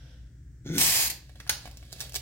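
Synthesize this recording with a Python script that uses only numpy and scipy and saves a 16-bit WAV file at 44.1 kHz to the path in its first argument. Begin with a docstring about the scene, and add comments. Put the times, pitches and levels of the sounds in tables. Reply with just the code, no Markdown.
"""Mains hum and ventilation fill a workshop, and a faint hiss dies away. Sticky tape is pulled from a
heavy desk dispenser: the roll judders as it sticks and slips, then the glue lets go in tiny snaps.
Sleeves rustle and fingers knock the dispenser. The tape touches the toothed blade and cracks apart,
the blade rings and the dispenser rocks back. Last, the loose strip crinkles in the fingers.
The table and the hard walls echo each of these moves."""
import sys
import numpy as np
from scipy import signal
from scipy.fft import rfft, irfft, next_fast_len
from scipy.io import wavfile
from scipy.ndimage import map_coordinates

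SR = 44100
rng = np.random.default_rng(int(sys.argv[2]) if len(sys.argv) > 2 else 0)


def unload_wav(signal):
    """Save mono or channel-first audio to the path in sys.argv[1] as 16-bit WAV at rate SR, clipped to [-1, 1]."""
    wavfile.write(
        sys.argv[1],
        SR,
        np.round(np.clip(np.atleast_2d(signal).T, -1, 1) * 32767).astype(np.int16),
    )


N = 97637
T = np.arange(N) / SR
SIZE = next_fast_len(N, True)
HZ = np.maximum(np.arange(SIZE + 1) * SR / (2 * SIZE), 1)  # the frequencies that the filters work on
LEFT_RIGHT = np.array([[1], [-1]])  # plus on the left, minus on the right

# steady tones of the hum (f/Hz, level/dB)
HUM_TONES = [(59.2, -50.5), (118.9, -55.5), (145.3, -84), (301.5, -75), (360.7, -119)]
# colour of the ventilation: how strong its low and high parts are next to each other (f/Hz, level/dB)
VENT_COLOUR = [(25, -11.5), (50, 4), (75, 5), (100, -4), (140, 3), (185, -12), (315, -15.5), (400, -24.5),
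               (630, -38.5), (1050, -45), (1700, -29), (2600, -43.5), (4200, -45.5), (5500, -38),
               (8200, -38), (10000, -53), (16000, -50)]
# colour of the faint opening hiss (f/Hz, level/dB)
HISS_COLOUR = [(290, -32), (500, 5.5), (586, 1), (1190, -13), (1570, 4), (1740, -4.5), (2390, -8),
               (3340, -0.5), (4470, -10), (5630, -2.5), (6700, -17.5), (14200, -26), (16000, -52)]
# how the rustle of sleeves and fingers swells and fades (t/s, level/dB)
RUSTLE_LEVELS = [(1.15, -68), (1.35, -66), (1.65, -56), (1.75, -63), (1.88, -60.5), (2.05, -47.5),
                 (2.22, -87)]
# colour of the rustle (f/Hz, level/dB)
RUSTLE_COLOUR = [(100, 11.5), (300, -5.5), (520, 6), (900, -12), (1500, -5), (4000, 0.5), (8000, -7),
                 (16000, -15)]
# finger knocks on the dispenser (t/s, level/dB)
KNOCKS = [(1.294, -48), (1.356, -47.5), (1.402, -40), (1.466, -46), (1.640, -55), (1.656, -36.5),
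          (1.675, -41.5), (1.827, -49)]
# colour of a knock (f/Hz, level/dB)
KNOCK_COLOUR = [(150, 10.5), (400, -3.5), (560, 10), (880, 6.5), (1200, -1), (2000, 3.5), (4000, -3.5),
                (8000, -11.5), (16000, -17)]
# crinkles of the loose strip (t/s, level/dB, decay/s)
CRINKLES = [(1.713, -47, 0.0016), (1.772, -41, 0.0015), (1.923, -44, .0015), (1.928, -33, 0.0019),
            (1.996, -40.5, 0.0012), (2.005, -26.5, 0.0017), (2.011, -33.5, 0.0064), (2.023, -37, 0.0025),
            (2.095, -41.5, .002), (2.122, -39, 0.0009), (2.134, -45.5, 0.0056), (2.143, -31, 0.0027),
            (2.153, -29.5, 0.0056), (2.159, -26, 0.0039), (2.164, -37, 0.0013)]
# colour of a crinkle (f/Hz, level/dB)
CRINKLE_COLOUR = [(150, -47), (250, -5.5), (748, -2), (890, -7.5), (1670, -7.5), (2570, -2), (6250, 2.5),
                  (12300, -7), (14900, -2.5), (16000, -13)]
# how often and how hard the roll slips (t/s, f/Hz, level/dB)
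ROLL_SLIPS = [(.64, 127, -62.5), (.661, 127.4, -38), (.695, 159.6, -34), (.732, 176, -33.5),
              (.752, 108, -28), (.795, 110, -35.5), (.83, 155, -42.5), (.94, 160, -59), (1.08, 216, -58.5),
              (1.12, 150, -62)]
# ringing tones of dispenser and table top; t60 is the time to fade by 60 dB (f/Hz, t60/s, level/dB)
BODY_TONES = [(165.6, 0.077, -0.5), (213, 0.085, 0), (283, 0.14, -5), (327, 0.068, -2), (476, .06, -16.5),
              (650, 0.077, -10), (813, 0.048, -1)]
# ringing tones of the roll's plastic hub (f/Hz, t60/s, level/dB)
HUB_TONES = [(1500, .012, 0), (2050, .01, -3), (3450, .007, -1), (4080, .006, -6), (5600, .006, 1),
             (6380, .009, 1)]
# colour of the rasp on the hub (f/Hz, level/dB)
RASP_COLOUR = [(300, -8), (1100, -21), (1450, 1), (6500, 0), (9000, -11), (16000, -6)]
# ticks as the tape is laid on the blade (t/s, level/dB)
BLADE_TOUCHES = [(1.4004, -45), (1.468, -61), (1.475, -43.5)]
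# colour of the tape ripping (f/Hz, level/dB)
CUT_COLOUR = [(150, -17), (350, -23.5), (700, -10.5), (905, -5.5), (1170, -19), (1600, -9), (2600, -6),
              (3550, -4), (6390, -0.5), (7320, -18.5), (9440, -8.5), (14500, -17), (16000, -12)]
# ringing tones of the blade and its holder (f/Hz, t60/s, level/dB)
BLADE_TONES = [(1475, 0.055, -0.5), (1720, 0.013, 7.5), (1970, 0.037, -6), (4300, 0.0057, 0),
               (6460, 0.0083, 12.5), (8770, 0.0053, 6.5), (11800, 0.007, -12)]
# strength of the peeling (t/s, level/dB)
PEEL_LEVELS = [(.70, -79), (.735, -52.5), (.774, -42.5), (.782, -25), (.802, -30.5), (.809, -21),
               (.83, -27), (.86, -27), (.94, -27.5), (1.05, -30), (1.078, -34.5), (1.083, -68),
               (1.0985, -40), (1.1, -27.5), (1.105, -32.5), (1.108, -44.5), (1.117, -42), (1.125, -65)]
# colour of the snapping glue (f/Hz, level/dB)
PEEL_COLOUR = [(59, -40), (100, -4), (163, -11), (266, -21), (308, -12.5), (442, -14), (950, -5.5),
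               (1420, -13.5), (1580, -5), (6560, 0), (10700, -4.5), (13500, -3.5), (16000, -9)]
# how long the room echoes, from bass to treble (f/Hz, t60/s)
ROOM_T60 = [(125, 0.32), (500, 0.44), (2000, 0.33), (4500, 0.35), (9000, 0.24), (16000, 0.23)]
# how much louder the left microphone is than the right (f/Hz, level/dB)
MIC_BALANCE = [(500, 1), (2000, 3.5), (4400, -6), (5700, -2.5), (6700, 0.5), (8100, -2), (9500, 9),
               (11400, -13), (13500, 18), (16000, -27)]

TOP_HZ = 15900  # the treble ends here


def undb(db):
    """Turn decibels into a number to multiply by."""
    return 10 ** (np.asarray(db) / 20)


def unit(x):
    """Scale a signal to an average power of 1."""
    return x / np.sqrt(np.mean(x ** 2) + 1e-20)


def curve(rows, axis=1):
    """Join the values of one table column with straight lines through time."""
    rows = np.array(rows)
    return np.interp(T, rows[:, 0], rows[:, axis])


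def loudness(rows, axis=1):
    """Turn a dB column into a volume curve, silent outside the table's times."""
    return undb(curve(rows, axis)) * (T >= rows[0][0]) * (T <= rows[-1][0])


def by_pitch(points, hz):
    """Read between (f/Hz, value) points, with every octave equally wide."""
    points = np.array(points)
    return np.interp(np.log(hz), np.log(points[:, 0]), points[:, 1])


def shape(x, gain):
    """Turn each frequency up or down by its own gain."""
    return irfft(rfft(x, 2 * SIZE) * gain)[..., :N]


def colour(x, points):
    """Give a sound the colour in a table; white noise keeps its power."""
    bass_cut = np.hypot(1, (points[0][0] / HZ / 2) ** 2)
    treble_cut = np.hypot(1, (HZ / TOP_HZ) ** 20)
    gain = unit(undb(by_pitch(points, HZ)) / bass_cut / treble_cut)
    # fold the filter forward in time, so it never rings ahead of a click
    cepstrum = irfft(np.log(gain + 1e-7))
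    cepstrum[1:SIZE] *= 2
    cepstrum[SIZE + 1:] = 0
    return shape(x, np.exp(rfft(cepstrum)))


def ring(x, tones):
    """Every push in x sets an object's fading tones ringing."""
    response = sum(undb(db) * np.cos(2 * np.pi * hz * T) * undb(-60 * T / t60) for hz, t60, db in tones)
    return signal.fftconvolve(x, unit(response) / np.sqrt(N))[:N]


def snaps(per_s, spread_db):
    """Tiny snaps of uneven size at random times."""
    size = undb(spread_db * np.minimum(rng.exponential(size=N), 5))
    happens = rng.random(N) < per_s / SR
    return unit(happens * size * rng.choice([-1, 1], N))


def burst(peak_s, attack_s, decay_s):
    """A volume curve that rises quickly to a peak and dies away."""
    return np.exp(np.minimum((T - peak_s) / attack_s, (peak_s - T) / decay_s))


def diffuse(split_hz=1390):
    """Noise from all sides: alike at both microphones in the bass, unrelated in the treble."""
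    mid, side = rng.standard_normal((2, N))
    alike = 0.99 / (1 + (HZ / split_hz) ** 2)
    return shape(mid, np.sqrt((1 + alike) / 2)) + LEFT_RIGHT * shape(side, np.sqrt((1 - alike) / 2))


def workshop(x, room_db, table_db, gap_s=0.0042, table_decay_s=0.003):
    """A sound arrives directly, then bounces off the table, then echoes around the walls."""
    noise, walls = diffuse(), 0
    centres = np.log(np.array(ROOM_T60)[:, 0])
    for weights, (_, t60) in zip(np.eye(len(centres)), ROOM_T60):
        band = shape(noise, np.interp(np.log(HZ), centres, weights))
        walls = walls + band * undb(-60 * T / t60)
    walls *= np.clip(T / gap_s - 1, 0, 1)  # the walls answer after a short gap
    table = shape(diffuse(), HZ / np.hypot(HZ, 900)) * T * np.exp(-T / table_decay_s)
    response = (undb(room_db) * unit(walls) + undb(table_db) * unit(table)) / np.sqrt(N)
    response[0, 0] += 1
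    response[1, 5] += 1  # the direct sound reaches the right side 5 samples later
    return signal.fftconvolve(x[None], response, axes=1)[:, :N]


def across_tape(source, room_db, table_db, spots=4):
    """Spread a source across the tape's width: each spot has its own paths through the room."""
    return sum(workshop(source(spots), room_db, table_db) for _ in range(spots)) / np.sqrt(spots)


def background(hiss_hold_s=0.12, hiss_fall_db_per_s=70):
    """Steady mains hum and ventilation, with a faint hiss that dies away at the start."""
    hum = sum(undb(db) * np.sqrt(2) * np.sin(2 * np.pi * (hz * T + rng.random())) for hz, db in HUM_TONES)
    hiss_db = -61.5 - hiss_fall_db_per_s * np.maximum(T - hiss_hold_s, 0)
    hiss = undb(hiss_db) * colour(diffuse(), HISS_COLOUR)
    ventilation = undb(-51) * unit(colour(diffuse(), VENT_COLOUR))
    return hum + ventilation + hiss


def rustle():
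    """Cloth and skin brush as the arms move."""
    return colour(snaps(per_s=3000, spread_db=2.8) * loudness(RUSTLE_LEVELS), RUSTLE_COLOUR)


def knocks():
    """Fingers bump the dispenser, each time with a short, dull burst of noise."""
    force = sum(undb(db) * burst(s, attack_s=0.00032, decay_s=0.004) for s, db in KNOCKS)
    return colour(force * rng.standard_normal(N), KNOCK_COLOUR)


def crinkles(click_db=12):
    """The strip buckles with a click, then unsticks from the fingers in a small shower of snaps."""
    force = sum(undb(db) * burst(s, attack_s=0.00026, decay_s=decay) for s, db, decay in CRINKLES)
    crackle = force * snaps(per_s=7000, spread_db=1.8)
    for s, db, _ in CRINKLES:
        crackle[int(s * SR)] += undb(db + click_db)
    return colour(crackle, CRINKLE_COLOUR)


def rock(start_s=1.512, hz=89, t60_s=0.2):
    """Freed from the pull, the dispenser rocks back on the table with a low thud."""
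    age = np.maximum(T - start_s, 0)
    return undb(-40.5) * np.sin(2 * np.pi * hz * age) * undb(-60 * age / t60_s)


def judder(jitter=0.086, spread_db=4, sway_end_s=0.68):
    """The roll sticks and slips, shaking the dispenser and rasping on its hub."""
    cycles = np.cumsum(curve(ROLL_SLIPS)) / SR  # goes up by one for each slip
    force = loudness(ROLL_SLIPS, axis=2)
    # every slip is a little early or late, and a little weaker or stronger
    timing, strength = rng.standard_normal((N // 100, 2)).T
    slip_at = np.searchsorted(cycles, np.arange(len(timing)) + jitter * timing)
    slips = np.bincount(slip_at, undb(spread_db * strength), N + 1)[:N]
    slips = shape(slips, 1 / (1 + (HZ / 450) ** 4))  # soften the clicks into thumps
    shake = ring(slips * force, BODY_TONES) / np.std(ring(slips, BODY_TONES))
    grit = unit(snaps(per_s=4000, spread_db=2) * np.exp(-(cycles % 1) / 0.69))
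    rasp = undb(-16.5) * colour(ring(grit * force, HUB_TONES), RASP_COLOUR)
    # the dispenser sways briefly with the first slips: a short low thump as the pull begins
    swaying = (1 - np.tanh((T - sway_end_s) / 0.0034)) / 2
    sway = undb(-4) * force * np.cos(2 * np.pi * cycles) * swaying
    return shake + sway + rasp


def cut(spots, cut_s=1.4952):
    """At one spot, the tape ticks onto the teeth, then rips across them and the blade rings."""
    pierce = undb(-17) * burst(cut_s, attack_s=0.00086, decay_s=0.0029)
    touches = sum(undb(db) * burst(s, attack_s=0.0002, decay_s=0.0038) for s, db in BLADE_TOUCHES)
    rip = snaps(per_s=16000 / spots, spread_db=0.8) * (pierce + touches)
    return colour(rip, CUT_COLOUR) + undb(-7) * ring(rip, BLADE_TONES)


def peel(spots):
    """At one spot, threads of glue snap as the tape leaves the roll, so fast that they hiss."""
    glue = snaps(per_s=9000 / spots, spread_db=4) * loudness(PEEL_LEVELS)
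    # the echo off the growing strip comes later and later, which slides the colour down
    delay_s = 0.000326 + 0.00031 * (T - PEEL_LEVELS[0][0])
    echo = undb(-12.5) * map_coordinates(glue, [(T - delay_s) * SR])
    return colour(glue + echo, PEEL_COLOUR)


def scene(hands_right_db=2.5):
    """The dispenser stands ahead; the strip is handled a little to the right."""
    peeling = across_tape(peel, room_db=-3, table_db=1)
    dispenser = workshop(judder() + rock(), room_db=-10, table_db=-8)
    blade = across_tape(cut, room_db=-4, table_db=-3)
    hands = workshop(knocks() + crinkles() + rustle(), room_db=-8, table_db=-3.5)
    pan = undb(-LEFT_RIGHT * hands_right_db / 2)
    return peeling + dispenser + blade + pan * hands + background()


def record(dry):
    """Each microphone colours the sound its own way, and the highest treble is cut off."""
    heard = shape(dry, undb(LEFT_RIGHT * by_pitch(MIC_BALANCE, HZ) / 2))
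    return signal.sosfilt(signal.ellip(10, 0.2, 80, TOP_HZ, fs=SR, output="sos"), heard)


dry = scene()
out = record(dry)
unload_wav(out)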